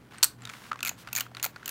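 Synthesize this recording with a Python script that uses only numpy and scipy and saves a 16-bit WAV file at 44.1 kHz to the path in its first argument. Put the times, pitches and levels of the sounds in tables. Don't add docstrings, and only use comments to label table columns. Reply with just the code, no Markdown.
import sys
import numpy as np
from scipy import signal
from scipy.fft import rfft, irfft, next_fast_len
from scipy.io import wavfile
from scipy.ndimage import uniform_filter1d, map_coordinates

SR = 44100
rng = np.random.default_rng(int(sys.argv[2]) if len(sys.argv) > 2 else 0)


def digitize_waveform(pressure):
    field = np.atleast_2d(pressure).T
    bounded = np.clip(field, -1, 1)
    quanta = np.round(bounded * 32767).astype(np.int16)
    wavfile.write(sys.argv[1], SR, quanta)


N = 74970

# frequency_hz, gain_db
FLOOR_SPECTRUM = [(22, -28), (42, -12.5), (220, -4), (330, -10), (1200, -24), (3000, -42.5), (16000, -40.5)]
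# time_s, level_db
HUM_LEVELS = [(0, -59.5), (.32, -62), (.38, -50.5), (.46, -49.5), (.55, -60.5), (1.05, -59.5), (1.2, -52),
              (1.7, -63.5)]
# frequency_hz, t60_s
ROOM_DECAY = [(1200, 0.26), (6000, 0.17), (15000, 0.16)]
# start_s, end_s, level_db
SKIN_SLIDES = [(0.486, 0.714, -57), (0.969, 1.043, -53.5)]
# frequency_hz, gain_db
SLIDE_SPECTRUM = [(500, -20), (3000, 5), (15000, -5)]
# time_s, level_db
RUB_LEVELS = [(.1, -62.5), (.12, -50), (.2, -54), (.36, -66), (.43, -54.5), (.55, -49), (.6, -55.5),
              (.65, -47.5), (.7, -57), (.96, -58.5), (1.22, -49), (1.31, -66), (1.39, -52.5), (1.53, -61.5),
              (1.7, -50)]
# frequency_hz, gain_db
RUB_SPECTRUM = [(300, -32), (700, -0.5), (1450, 5), (2700, -2.5), (4200, -7.5), (15000, -23.5)]
# start_s, level_db, pitch_hz, shell_db
CASE_TAPS = [(0.1826, -47, 8300, -55), (0.42, -51, 7560, -54), (0.4523, -41, 3680, -48),
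             (0.473, -46.5, 3650, -48.5), (0.4925, -46.5, 3240, -46), (0.497, -43, 2380, -43),
             (0.5358, -45.5, 2200, -50), (0.7905, -48, 2630, -46.5), (0.8055, -42.5, 3650, -42),
             (1.073, -50, 4500, -39), (1.0863, -49.5, 2790, -49), (1.3481, -44.5, 4520, -47),
             (1.368, -42.5, 3910, -41.5), (1.3976, -44, 2730, -50), (1.5601, -49.5, 4450, -39.5)]
# start_s, level_db, pitch_hz
SHELL_KNOCKS = [(0.7146, -34, 1363), (0.717, -27, 1260), (0.73, -33, 1307), (0.7574, -40, 1120),
                (1.265, -44.5, 1380), (1.443, -31.5, 1377), (1.6299, -43, 1460)]
# start_s, level_db
GRIP_THUDS = [(.912, -42.5), (1.314, -50), (1.4575, -34.5)]
# start_s, click_db, wheel_db, wheel_hz, spring_db
PAWL_DROPS = [(0.8287, -29.5, -29, 2610, -54), (0.849, -30, -34, 2450, -51),
              (0.8586, -36, -34.5, 2330, -38), (0.866, -37, -34, 2490, -43), (0.873, -29, -41, 2190, -46),
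              (0.8798, -31, -35, 2130, -46), (0.8924, -31.5, -37, 2480, -28.5),
              (1.1289, -30.5, -35.5, 2650, -55), (1.1512, -30.5, -47, 2400, -30),
              (1.162, -28.5, -35, 2480, -27), (1.1695, -31, -35.5, 1820, -32),
              (1.1778, -30.5, -35, 2270, -42), (1.1843, -33, -30, 2420, -50), (1.1978, -34, -41, 2330, -40),
              (1.2068, -26.5, -32, 2840, -41), (1.4278, -28.5, -47, 2350, -29.5),
              (1.4358, -30, -44, 2080, -54), (1.4422, -25, -34.5, 2083, -39), (1.4496, -27, -38, 2510, -47),
              (1.462, -35, -41, 2390, -43), (1.658, -35.5, -42, 3050, -38),
              (1.678, -31.5, -39.5, 2700, -55), (1.6914, -32, -42, 2700, -43)]
# start_s, level_db, tilt_db_per_octave, shell_db
SHUTTER_BLOWS = [(.2284, -15.5, -2.4, -27), (.2327, -14, -1.1, -29), (.2416, -16, 5, -32),
                 (.2469, -24.5, 1.3, -40)]
# centre_hz, width_hz, gain_db
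SHELL_RESONANCES = [(1409, 140, 10.5), (1763, 1300, -4)]
# centre_hz, width_hz, gain_db
CASE_RESONANCES = [(2200, 2300, -6), (4400, 620, -10), (6870, 1600, -10.5)]
# centre_hz, width_hz, gain_db
THUD_RESONANCES = [(730, 240, 9.5), (1390, 930, -4.5)]
# centre_hz, width_hz, gain_db
PAWL_RESONANCES = [(3400, 2700, -3.5), (4400, 250, 2), (6950, 1530, 0), (10600, 1070, -4), (13400, 400, 5),
                   (14150, 550, 3)]
# centre_hz, width_hz, gain_db
SHUTTER_RESONANCES = [(2400, 251, -14.5), (3020, 920, -7), (4390, 330, 6), (5670, 250, 3), (7300, 780, 4),
                      (7900, 500, -4), (8550, 580, 2.5), (9730, 450, -4.5), (11870, 1300, -2),
                      (14430, 710, -3.5)]

PITCH_SCATTER = .022


def amp(db):
    return 10 ** (np.asarray(db) / 20)


def unit(x):
    return x / np.sqrt(np.mean(x ** 2) + 1e-20)


def unit_burst(x):
    return x / np.linalg.norm(x) * np.sqrt(.005 * SR)


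def along(points, hz):
    f, v = np.transpose(points)
    return np.interp(np.log(hz + 1), np.log(f + 1), v)


def curve(rows):
    return np.interp(np.arange(N) / SR, *np.transpose(rows))


def filtered(x, response):
    size = next_fast_len(len(x) + 8192)
    return irfft(rfft(x, size) * response(np.fft.rfftfreq(size, 1 / SR)), size)[:len(x)]


def coloured(x, spectrum):
    return unit(filtered(x, lambda hz: amp(along(spectrum, hz))))


def add(track, start_s, sound):
    part = track[int(start_s * SR):][:len(sound)]
    part += sound[:len(part)]


def ring(modes, tilt_db, low_hz, attack_s, hold_s, pivot_hz=6070, size=4096):
    t, hz = np.arange(size) / SR, np.fft.rfftfreq(size, 1 / SR) + 1
    power = sum(amp(db) ** 2 / (1 + (2 * (hz - centre) / width) ** 2) for centre, width, db in modes)
    tilt = amp(tilt_db * np.log2(np.maximum(hz, low_hz) / pivot_hz))
    gain = np.sqrt(power / (1 + (low_hz / hz) ** 8)) * tilt
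    cepstrum = irfft(np.log(gain + 1e-6))
    cepstrum[1:size // 2] *= 2
    cepstrum[size // 2 + 1:] = 0
    envelope = (1 - np.exp(-t / attack_s)) / np.sqrt(1 + (t / hold_s) ** 5)
    chatter = rng.standard_normal(size) * envelope
    for _ in range(3):
        spectrum = rfft(chatter)
        band_power = np.abs(uniform_filter1d(np.abs(spectrum) ** 2, size=21))
        white = irfft(spectrum / np.sqrt(band_power + 1e-12))
        local_power = np.abs(uniform_filter1d(white ** 2, size=25))
        chatter = white * envelope / np.sqrt(local_power + 1e-16)
    return unit_burst(irfft(rfft(chatter) * np.exp(rfft(cepstrum))))


def contact(modes, tilt_db, low_hz, attack_s, hold_s, scatter_db=3):
    draws = rng.standard_normal((len(modes), 2))
    varied = [(hz * (1 + PITCH_SCATTER * detune), width, db + scatter_db * boost)
              for (hz, width, db), (detune, boost) in zip(modes, draws)]
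    return ring(varied, tilt_db, low_hz, attack_s, hold_s)


def tone(hz, rise_s, t60_s):
    t = np.arange(SR // 10) / SR
    pitches = hz * (1 + PITCH_SCATTER * (np.array([-1, 0, 1]) + rng.standard_normal(3) / 2))
    cycles = np.outer(t, pitches) + rng.random(3) / 2
    envelope = (1 - np.exp(-(t / rise_s) ** 2)) * amp(-60 * t / t60_s)
    return unit_burst(np.sin(2 * np.pi * cycles).sum(axis=1) * envelope)


def room(x, wet_db, blur_hz=320, build_s=.00126):
    hz, t, noise = signal.stft(rng.standard_normal(SR // 3), SR, nperseg=256)
    decay = amp(-60 * t / along(ROOM_DECAY, hz)[:, None])
    tail = signal.istft(noise * decay, SR, nperseg=256)[1]
    tail *= 1 - np.exp(-np.arange(len(tail)) / SR / build_s)
    blur = unit(filtered(rng.standard_normal(N), lambda hz: hz < blur_hz))
    blurred = x * unit(np.tanh(2 * blur))
    return x + amp(wet_db) * signal.fftconvolve(blurred, tail / np.linalg.norm(tail))[:N]


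def background(hum_hz=120.6, octave_db=-15.5, floor_db=-55.5):
    phase = 2 * np.pi * hum_hz * np.arange(N) / SR
    hum = amp(curve(HUM_LEVELS)) * unit(np.sin(phase) + amp(octave_db) * np.sin(2 * phase))
    return hum + amp(floor_db) * coloured(rng.standard_normal(N), FLOOR_SPECTRUM)


def sliding(fade_s=.02):
    t = np.arange(N) / SR
    level = sum(amp(db) * np.clip(np.minimum(t - start, end - t) / fade_s, 0, 1)
                for start, end, db in SKIN_SLIDES)
    return level * coloured(rng.standard_normal(N), SLIDE_SPECTRUM)


def rubbing(grain_db=4, grains_per_s=500):
    roughness = np.clip(rng.standard_normal(2 * N), -2, 2)
    position = np.arange(N) * grains_per_s / SR
    grains = amp(grain_db * map_coordinates(roughness, [position], order=1))
    return amp(curve(RUB_LEVELS)) * coloured(grains * rng.standard_normal(N), RUB_SPECTRUM)


def shell():
    return contact(SHELL_RESONANCES, tilt_db=0, low_hz=560, attack_s=.00052, hold_s=.0047)


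def knock(hz, rise_s, t60_s, crack_db, tilt_db):
    sound = tone(hz, rise_s, t60_s)
    crack = contact(CASE_RESONANCES, tilt_db, low_hz=1100, attack_s=.0003, hold_s=.0022)
    add(sound, 0, amp(crack_db) * crack)
    return sound


def handling(firm_tap_db=-41):
    track = np.zeros(N)
    for start, db, hz, shell_db in CASE_TAPS:
        tilt_db = .5 * (db - firm_tap_db)
        add(track, start, amp(db) * knock(hz, rise_s=.00096, t60_s=.01, crack_db=1, tilt_db=tilt_db))
        add(track, start, amp(shell_db) * shell())
    for start, db, hz in SHELL_KNOCKS:
        add(track, start, amp(db) * knock(hz, rise_s=.00061, t60_s=.018, crack_db=-8.5, tilt_db=-5))
    for start, db in GRIP_THUDS:
        thud = ring(THUD_RESONANCES, tilt_db=0, low_hz=474, attack_s=.00049, hold_s=.0039)
        add(track, start, amp(db) * thud)
    return room(track, wet_db=-19.5)


def winding(spring_hz=6880):
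    track = np.zeros(N)
    for start, click_db, wheel_db, wheel_hz, spring_db in PAWL_DROPS:
        ping_hz = spring_hz * (1 + PITCH_SCATTER * rng.standard_normal())
        click = contact(PAWL_RESONANCES, tilt_db=0, low_hz=633, attack_s=.0002, hold_s=.003)
        add(track, start, amp(click_db) * click)
        add(track, start, amp(spring_db) * tone(ping_hz, rise_s=.00063, t60_s=.01))
        add(track, start, amp(wheel_db) * tone(wheel_hz, rise_s=.001, t60_s=.017))
        add(track, start, amp(wheel_db - 6) * shell())
    return room(track, wet_db=-16)


def shutter():
    track = np.zeros(N)
    for start, db, tilt_db, shell_db in SHUTTER_BLOWS:
        click = contact(SHUTTER_RESONANCES, tilt_db, low_hz=667, attack_s=.0004, hold_s=.0024)
        add(track, start, amp(db) * click + amp(shell_db) * shell())
    return room(track, wet_db=-15)


def scene():
    return (shutter() + winding() + handling() + rubbing() + sliding() + background())[None]


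def record(dry):
    cutoff_hz = 15850
    return np.array([filtered(x, lambda hz: 1 / np.sqrt(1 + (hz / cutoff_hz) ** 160)) for x in dry])


dry = scene()
out = record(dry)
digitize_waveform(out)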